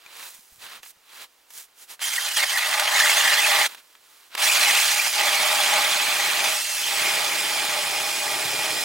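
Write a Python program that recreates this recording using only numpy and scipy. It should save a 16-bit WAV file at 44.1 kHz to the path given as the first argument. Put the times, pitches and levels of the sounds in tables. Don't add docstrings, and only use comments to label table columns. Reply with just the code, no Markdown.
import sys
import numpy as np
from scipy import signal
from scipy.fft import rfft, irfft, next_fast_len
from scipy.io import wavfile
from scipy.ndimage import uniform_filter1d

SR = 44100
rng = np.random.default_rng(int(sys.argv[2]) if len(sys.argv) > 2 else 0)


def to_wav(sig):
    pcm = np.clip(np.atleast_2d(sig), -1, 1) * 32767
    pcm = np.round(pcm).astype(np.int16)
    wavfile.write(sys.argv[1], SR, pcm.T)


N = 389844
TIME = np.arange(N) / SR
FFT_SIZE = next_fast_len(N, True)
FREQ = np.fft.rfftfreq(FFT_SIZE, 1 / SR) + 1e-3
FULL_LOAD_DB, FULL_CHIPS_DB = -30, -26
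# frequency in Hz, level in dB.
POWDER_TONE = [(150, -55), (2000, -5), (4500, -2), (7000, 1.5), (11000, 0.5), (16000, -3.5)]


def drilling(sink_m_per_s=0.097):
    # start in seconds, stop in seconds, pitch of the blades' squeal in Hz.
    borings = [(2.017, 3.664, 1900), (4.384, 8.9, 2365)]
    # time in seconds, load on the blades in dB, chips thrown in dB.
    work = [
        [(2.01, -41, -37.5), (2.028, -45, -28.5), (2.328, -40, -31.5), (2.346, -49, -31), (2.378, -31, -24.5),
         (2.452, -32.5, -31), (2.472, -43.5, -30.5), (2.526, -34.5, -29.5), (2.902, -32.5, -30.5),
         (2.976, -27.5, -25.5), (3.078, -31.5, -24.5), (3.28, -27, -26.5), (3.442, -30.5, -26.5),
         (3.618, -27.5, -26), (3.67, -33, -28)],
        [(4.38, -37, -35), (4.43, -32, -23), (4.78, -28.5, -24.5), (4.79, -34, -22), (5.01, -35.5, -26.5),
         (5.04, -40.5, -26), (5.07, -32.5, -25), (5.1, -42, -27.5), (5.2, -29.5, -27.5), (5.66, -30.5, -26),
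         (5.78, -26.5, -27.5), (5.83, -32, -26.5), (5.95, -31, -27.5), (6.44, -32, -28), (6.45, -29, -26),
         (6.66, -46.5, -28), (7.03, -30.5, -27), (7.19, -32.5, -28.5), (8.0, -34.5, -30), (8.09, -35.5, -29.5),
         (8.72, -33.5, -30), (8.76, -35, -29.5)],
    ]
    running = sum(during(start, stop) for start, stop, _ in borings)
    squeal_hz, = curves([(s, hz) for start, stop, hz in borings for s in (start, stop)])
    load_db, chips_db = curves(np.vstack(work))
    depth_m = sink_m_per_s * np.cumsum(running) / SR
    return running * (auger(load_db, chips_db, depth_m, squeal_hz) + motor(load_db, depth_m))


def auger(load_db, chips_db, depth_m, squeal_hz, rough_ice_m=0.42):
    uneven_db = 2 * np.exp(-depth_m / rough_ice_m)
    bite = gain(uneven_db * (0.64 * walk(90) + 0.33 * walk(220)))
    bite = bite / np.sqrt(uniform_filter1d(bite ** 2, SR // 12))
    flake_db = 1.3 + uneven_db
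    squeal_db = follow(load_db, depth_m, base_db=0, per_load=0.61, db_per_m=-6)
    cutting = blades(bite, flake_db, squeal_hz, squeal_db)
    rattling = steel_spiral(bite, load_db, depth_m)
    spraying = chips(bite, flake_db, squeal_db)
    churning = shavings(load_db, depth_m)
    cut_db = follow(load_db, depth_m, -22, 0.58, -5.5) + 0.53 * (chips_db - FULL_CHIPS_DB)
    rattle_db = follow(load_db, depth_m, -28.5, 1.08, -1.1) + .7 * walk(10)
    spray_db = follow(load_db, depth_m, 1.45, 0.064, -4) + chips_db
    churn_db = follow(load_db, depth_m, -54.5, 1, 30.6)
    return (gain(cut_db) * cutting + gain(rattle_db) * rattling
            + gain(spray_db) * spraying + gain(churn_db) * churning)


def blades(bite, flake_db, squeal_hz, squeal_db):
    # frequency in Hz, level in dB.
    cut_tone = [(120, -80), (700, -62), (1300, -8), (1650, -4), (2700, -4), (3400, -3), (3800, -8),
                (4200, -5), (5500, -21), (9000, -27.5)]
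    # pitch in Hz, width in Hz, level in dB.
    blade_rings = [(1950, 65, -0.5), (2160, 96, -2), (2500, 100, -12), (3330, 77, -6), (3585, 110, -7)]
    cracks = patchy(bite * unit(grains(5000, 1.6) + 0.69 * noise()), flake_db)
    cut = unit(colour(cracks, cut_tone, blade_rings))
    chatter_hz = squeal_hz * (1 + .03 * walk(60) + 0.027 * walk(5))
    squeal = ring(bite * noise(), chatter_hz, width_hz=350, order=3)
    squeal = squeal * gain(squeal_db + 1.9 * walk(45) - 5)
    notes, skidding = skids()
    return (cut + squeal) / np.sqrt(1 + skidding ** 2) + notes


def skids():
    # loudest moment in seconds, half length in seconds, pitch in Hz, level in dB.
    slides = [(2.045, 0.018, 3220, 1.5), (2.185, 0.014, 1760, 4), (2.378, 0.017, 3100, 1),
              (2.56, 0.03, 1920, 0.5), (3.008, 0.0097, 1844, 2), (3.04, 0.02, 1895, 1),
              (3.44, .022, 2530, 0.5), (4.505, 0.026, 2450, 3.5), (4.69, .025, 2180, -0.5),
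              (4.77, 0.044, 2550, -1.5), (5.0, 0.018, 2390, 2), (5.243, .03, 2100, -3.5),
              (6.86, .05, 2980, -2), (7.06, 0.025, 2150, -2)]
    notes, strength = np.zeros((2, N))
    waver, window = 1 + 0.075 * walk(400), SR // 4
    for s, half_s, hz, db in slides:
        start = int(s * SR) - window // 2
        span = slice(start, start + window)
        swell = gain(db) * np.exp(-((TIME[span] - s) / half_s) ** 2)
        notes[span] += swell * np.sqrt(2) * np.sin(2 * np.pi * hz * np.cumsum(waver[span]) / SR)
        strength[span] += swell
    return np.outer([1, .2], notes * gain(4.1 * walk(250))), strength


def steel_spiral(bite, load_db, depth_m, damping_db_per_m=11.5):
    # frequency in Hz, level in dB.
    rattle_tone = [(40, -71), (150, -56), (300, -23), (480, -19.5), (700, -7.5), (1000, -1.5), (1450, -7),
                   (2000, -13), (4000, -36)]
    # pitch in Hz, width in Hz, level in dB.
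    steel_rings = [(612.6, 45.6, -0.5), (825, 77, 3), (1194, 137, 0)]
    rattle = unit(colour(bite * grains(6000, 2.4), rattle_tone))
    blows = bite * grains(6000, 2.9)
    ringing = 0
    for note in steel_rings:
        octaves_up = np.log2(note[0] / steel_rings[0][0])
        ringing += colour(blows, rings=[note]) * gain(-damping_db_per_m * depth_m * octaves_up ** 2)
    ringing = unit(ringing * gain(1.86 * walk(16)))
    share = gain(follow(load_db, depth_m, 1.5, .35, 13))
    return (rattle + share * ringing) / np.sqrt(1 + share ** 2)


def chips(bite, flake_db, squeal_db):
    # frequency in Hz, level in dB.
    spray_tone = [(150, -75), (2000, -12), (3800, -8), (4900, -0.5), (5600, -2.5), (6300, -1), (8000, -3.5),
                  (10000, -4), (12000, -8), (16000, -12.5)]
    flakes = patchy(bite * unit(grains(7000, 2.2) + noise()), flake_db)
    spray = unit(colour(flakes, spray_tone))
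    return spray + np.outer([1, .25], bite * squeaks() * gain(squeal_db - 6))


def squeaks(count=3500, low_hz=2400, high_hz=10000, half_s=0.0057):
    swarm = np.zeros(N + SR)
    t = np.arange(-SR // 40, SR // 40) / SR
    for when, pitch, length, size in rng.random((count, 4)):
        hz = low_hz * (high_hz / low_hz) ** pitch
        start = int(when * N)
        swell = size ** 2 * np.exp(-(t / (half_s * (.5 + length))) ** 2)
        swarm[start:start + len(t)] += swell * np.sin(2 * np.pi * hz * t)
    return unit(swarm[:N])


def shavings(load_db, depth_m, snow_depth_m=0.13):
    # frequency in Hz, level in dB.
    churn_tone = [(30, -48), (100, -16), (190, -6), (280, 2), (380, 6.5), (520, 4.5), (900, 2.5),
                  (2000, -47)]
    # frequency in Hz, level in dB.
    hollow_tone = [(25, -40), (60, -22), (105, -1.5), (600, 6), (1500, -20)]
    hole_hz = 343 / (4 * (snow_depth_m + depth_m))
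    hollow = colour(ring(grains(1500, 7.2), hole_hz, width_hz=88), hollow_tone)
    churn = unit(colour(grains(1500, 1.4), churn_tone))
    return churn + hollow * gain(follow(load_db, depth_m, -18, .1, 10.3))


def motor(load_db, depth_m):
    # time in seconds, turns per second.
    speeds = [(2.0, 440), (2.2, 458), (2.45, 375), (2.82, 390), (2.95, 350), (3.66, 338), (4.38, 370),
              (4.8, 355), (5.11, 430), (5.28, 342), (6.1, 351), (6.45, 347), (6.7, 390), (6.86, 358),
              (6.96, 366), (7.08, 346), (8.1, 350), (8.84, 346)]
    # multiple of the motor speed, level in dB, phase wobble in radians.
    brush_tones = [(7, 3, .35), (14, -6, 1.3), (22, -1, .7)]
    gear_tones = [(15, -1.5, 1.4), (27.6, -2.5, 1.4)]
    speed_hz, = curves(speeds)
    angle = 2 * np.pi * np.cumsum(speed_hz * (1 + .007 * walk(16))) / SR

    def tones(table):
        return sum(gain(db + 2 * walk(45)) * np.sin(multiple * angle + wobble * walk(200))
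                   for multiple, db, wobble in table)

    whine_db, gear_db = follow(load_db, depth_m, -42, 0, 7), follow(load_db, depth_m, -3, .35, 14)
    whine = tones(brush_tones) + gain(gear_db) * tones(gear_tones)
    return np.outer([1, .1], whine * gain(whine_db))


def knocks():
    # start in seconds, level in dB, seconds to fade by 60 dB, dB added for the crack.
    hits = [(0.831, -27.5, 0.064, -16), (0.861, -33, 0.037, -16), (1.505, -36.5, 0.04, -1),
            (1.684, -53, .03, -13), (1.993, -29, .05, -16), (2.371, -12, .05, -20),
            (2.797, -4, 0.021, -5.5), (3.747, -22.5, .03, -12), (3.952, -32, 0.024, -32),
            (4.351, -9.5, 0.021, -12), (4.378, -10, 0.019, -18)]
    # frequency in Hz, level in dB.
    knock_tone = [(80, -57), (300, -17), (800, -3.5), (1600, 0.5), (3300, -3), (5000, -9), (12000, -26)]
    blow, crack = np.zeros((2, N))
    for s, db, fade_s, crack_db in hits:
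        start = int(s * SR)
        fall = gain(db - 60 * np.minimum(TIME[:N - start] / fade_s, 4))
        blow[start:] += fall
        crack[start:] += fall * gain(crack_db)
    body = gain(-2) * colour(blow * noise(), knock_tone)
    return body + gain(-4) * colour(crack * noise(), POWDER_TONE)


def footsteps(swell_curve=1.39):
    # start, rise, hold and fall in seconds, level in dB, dB added for the powder.
    strides = [ (-.15, 0.32, .07, .06, -47.5, -10), (0.074, 0.17, 0.018, 0.064, -46.5, 0.5),
               (0.246, 0.053, 0.047, .08, -55, 4.5), (.33, .08, 0.21, 0.18, -72, 13),
               (0.577, 0.056, 0.13, 0.052, -42.5, -10), (0.82, .012, 0.077, 0.015, -60.5, 11),
               (1.004, .21, .02, 0.044, -43.5, -6), (1.471, 0.11, .005, 0.092, -50, 8),
               (1.737, 0.085, .01, 0.041, -53.5, 4.5), (1.861, 0.051, 0.013, 0.047, -45, 1),
               (3.663, 0.03, 0.031, 0.063, -43.5, -6), (3.76, .02, .01, .03, -49.5, -9),
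               (3.76, 0.026, 0.15, 0.24, -62.5, -2), (3.964, 0.16, .14, .1, -58.5, -2),
               (4.294, 0.052, 0.023, .02, -42, -16), ]
    # frequency in Hz, level in dB.
    snow_tone = [(40, -30), (150, -20.5), (300, -11.5), (600, -6), (1100, 0.5), (2200, 0), (4200, -1),
                 (6000, -11.5), (12000, -18)]
    packing, brushing = np.zeros((2, N))
    for s, rise_s, hold_s, fall_s, db, powder_db in strides:
        rise, fall = (TIME - s) / rise_s, 1 - (TIME - s - rise_s - hold_s) / fall_s
        swell = gain(db) * np.clip(np.minimum(rise, fall), 0, 1) ** swell_curve
        packing += swell
        brushing += swell * gain(powder_db)
    crunch = unit(colour(unit(grains(3500, 2.9) + 1.25 * noise()), snow_tone))
    powder = unit(colour(unit(grains(5000, 4.6) + 1.1 * noise()), POWDER_TONE))
    return gain(-0.2 + 0.89 * walk(90)) * (packing * crunch + gain(3) * brushing * powder)


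def tackle(start_s=.063, level_db=-33.5):
    # pitch in Hz, level in dB, seconds to fade by 60 dB.
    metal_rings = [(2420, -2, .028), (3480, -9, .02), (6900, -9, .015), (13000, -12, .012)]
    age = np.clip(TIME - start_s, 0, 1)
    return gain(level_db) * sum(gain(db - 60 * age / fade_s) * np.sin(2 * np.pi * hz * age)
                                for hz, db, fade_s in metal_rings)


def air(level_db=-60):
    # loudest moment in seconds, level in dB, half length in seconds.
    puffs = [(0.353, -56, .012), (0.391, -42, .006), (0.527, -48, .008), (0.58, -55, .03),
             (0.66, -58, 0.027), (0.8, -57, .012), (0.97, -58, .009), (1.203, -58, 0.0079)]
    # frequency in Hz, level in dB.
    air_tone = [(25, -15), (60, -19), (150, -20.5), (400, -9.5), (1200, -6.5), (3000, -9), (6000, -12),
                (15500, -16)]
    puff_tone = [(20, -9), (70, -5), (170, -7), (400, -28), (1000, -60)]
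    swell = sum(gain(db) / (1 + ((TIME - s) / half_s) ** 4) for s, db, half_s in puffs)
    hush = gain(level_db) * unit(colour(noise(), air_tone))
    return hush + gain(-16) * swell * unit(colour(noise(), puff_tone))


def follow(load_db, depth_m, base_db, per_load, db_per_m):
    return base_db + per_load * (load_db - FULL_LOAD_DB) + db_per_m * depth_m


def gain(db):
    return 10 ** (np.asarray(db) / 20)


def unit(x):
    return x / np.sqrt(np.mean(x ** 2))


def curves(table):
    s, *columns = np.transpose(table)
    return [np.interp(TIME, s, column) for column in columns]


def during(start, stop, fade_s=0.019):
    return np.clip(np.minimum(TIME - start, stop - TIME) / fade_s + 1, 0, 1)


def across(points):
    hz, value = np.transpose(points)
    return np.interp(np.log(FREQ), np.log(hz), value)


def colour(x, tone=None, rings=()):
    power = 0 if tone is None else gain(across(tone)) ** 2
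    for hz, width, db in rings:
        off_pitch = (FREQ ** 2 - hz ** 2) / (FREQ * width * np.sqrt(2))
        power = power + gain(db) ** 2 / (1 + off_pitch ** 2) ** 2
    return irfft(rfft(x, FFT_SIZE) * np.sqrt(power), FFT_SIZE)[..., :N]


def noise():
    return rng.standard_normal((2, N))


def walk(rate):
    points = rng.standard_normal(N // 8)
    path = np.interp(TIME * rate, np.arange(len(points)), points)
    return unit(uniform_filter1d(path, int(SR / rate / 2) + 1))


def grains(per_second, scatter_db):
    moments = rng.random(N) < per_second / SR
    return unit(moments * gain(scatter_db * rng.standard_normal(N)) * noise())


def patchy(x, flake_db):
    _, s, spectrum = signal.stft(x, SR, nperseg=512)
    patches = rng.standard_normal(spectrum.shape[1:])
    for axis in (0, 1, 0, 1):
        patches = uniform_filter1d(patches, 3, axis=axis)
    boost = gain(np.interp(s, TIME, flake_db) * np.minimum(unit(patches), 2.5))
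    boost = boost / np.sqrt(np.mean(boost ** 2, axis=0))
    return unit(signal.istft(spectrum * boost)[1][:, :N])


def ring(x, hz, width_hz, order=2):
    turn = np.exp(2j * np.pi * np.cumsum(hz) / SR)
    lowpass = signal.butter(order, width_hz / 2, fs=SR, output="sos")
    return unit((signal.sosfilt(lowpass, x / turn) * turn).real)


def scene():
    # frequency in Hz, how alike left and right are from 0 to 1.
    side_likeness = [(300, 1), (1000, 0.94), (2200, 0.82), (3100, 0.63), (6000, 0.99), (10000, 0.49),
                     (15000, 0.27)]
    # frequency in Hz, left level minus right level in dB.
    left_louder = [(300, -0.5), (1300, 1.7), (2400, -1), (4400, -5.5), (8000, 0.2), (15000, -6.5)]
    # frequency in Hz, how far the left wave is ahead in radians.
    left_ahead = [(300, 0.17), (1500, -0.28), (3700, -0.76), (5000, -0.52), (6600, 0), (9000, -0.83),
                  (12000, -1.07), (15500, -0.19)]
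    shared, apart = rfft(drilling() + footsteps() + knocks() + tackle() + air(), FFT_SIZE)
    likeness = np.clip(across(side_likeness), 0, .995)
    sides = np.array([[1], [-1]])
    pair = shared + sides * apart * np.sqrt((1 - likeness) / (1 + likeness))
    balance = gain(sides * across(left_louder) / 2)
    timing = np.exp(1j * sides * across(left_ahead) / 2)
    return irfft(pair * balance * timing, FFT_SIZE)[:, :N]


def record(dry):
    top_hz = 15950
    return signal.sosfilt(signal.ellip(10, .2, 80, top_hz, fs=SR, output="sos"), dry)


dry = scene()
out = record(dry)
to_wav(out)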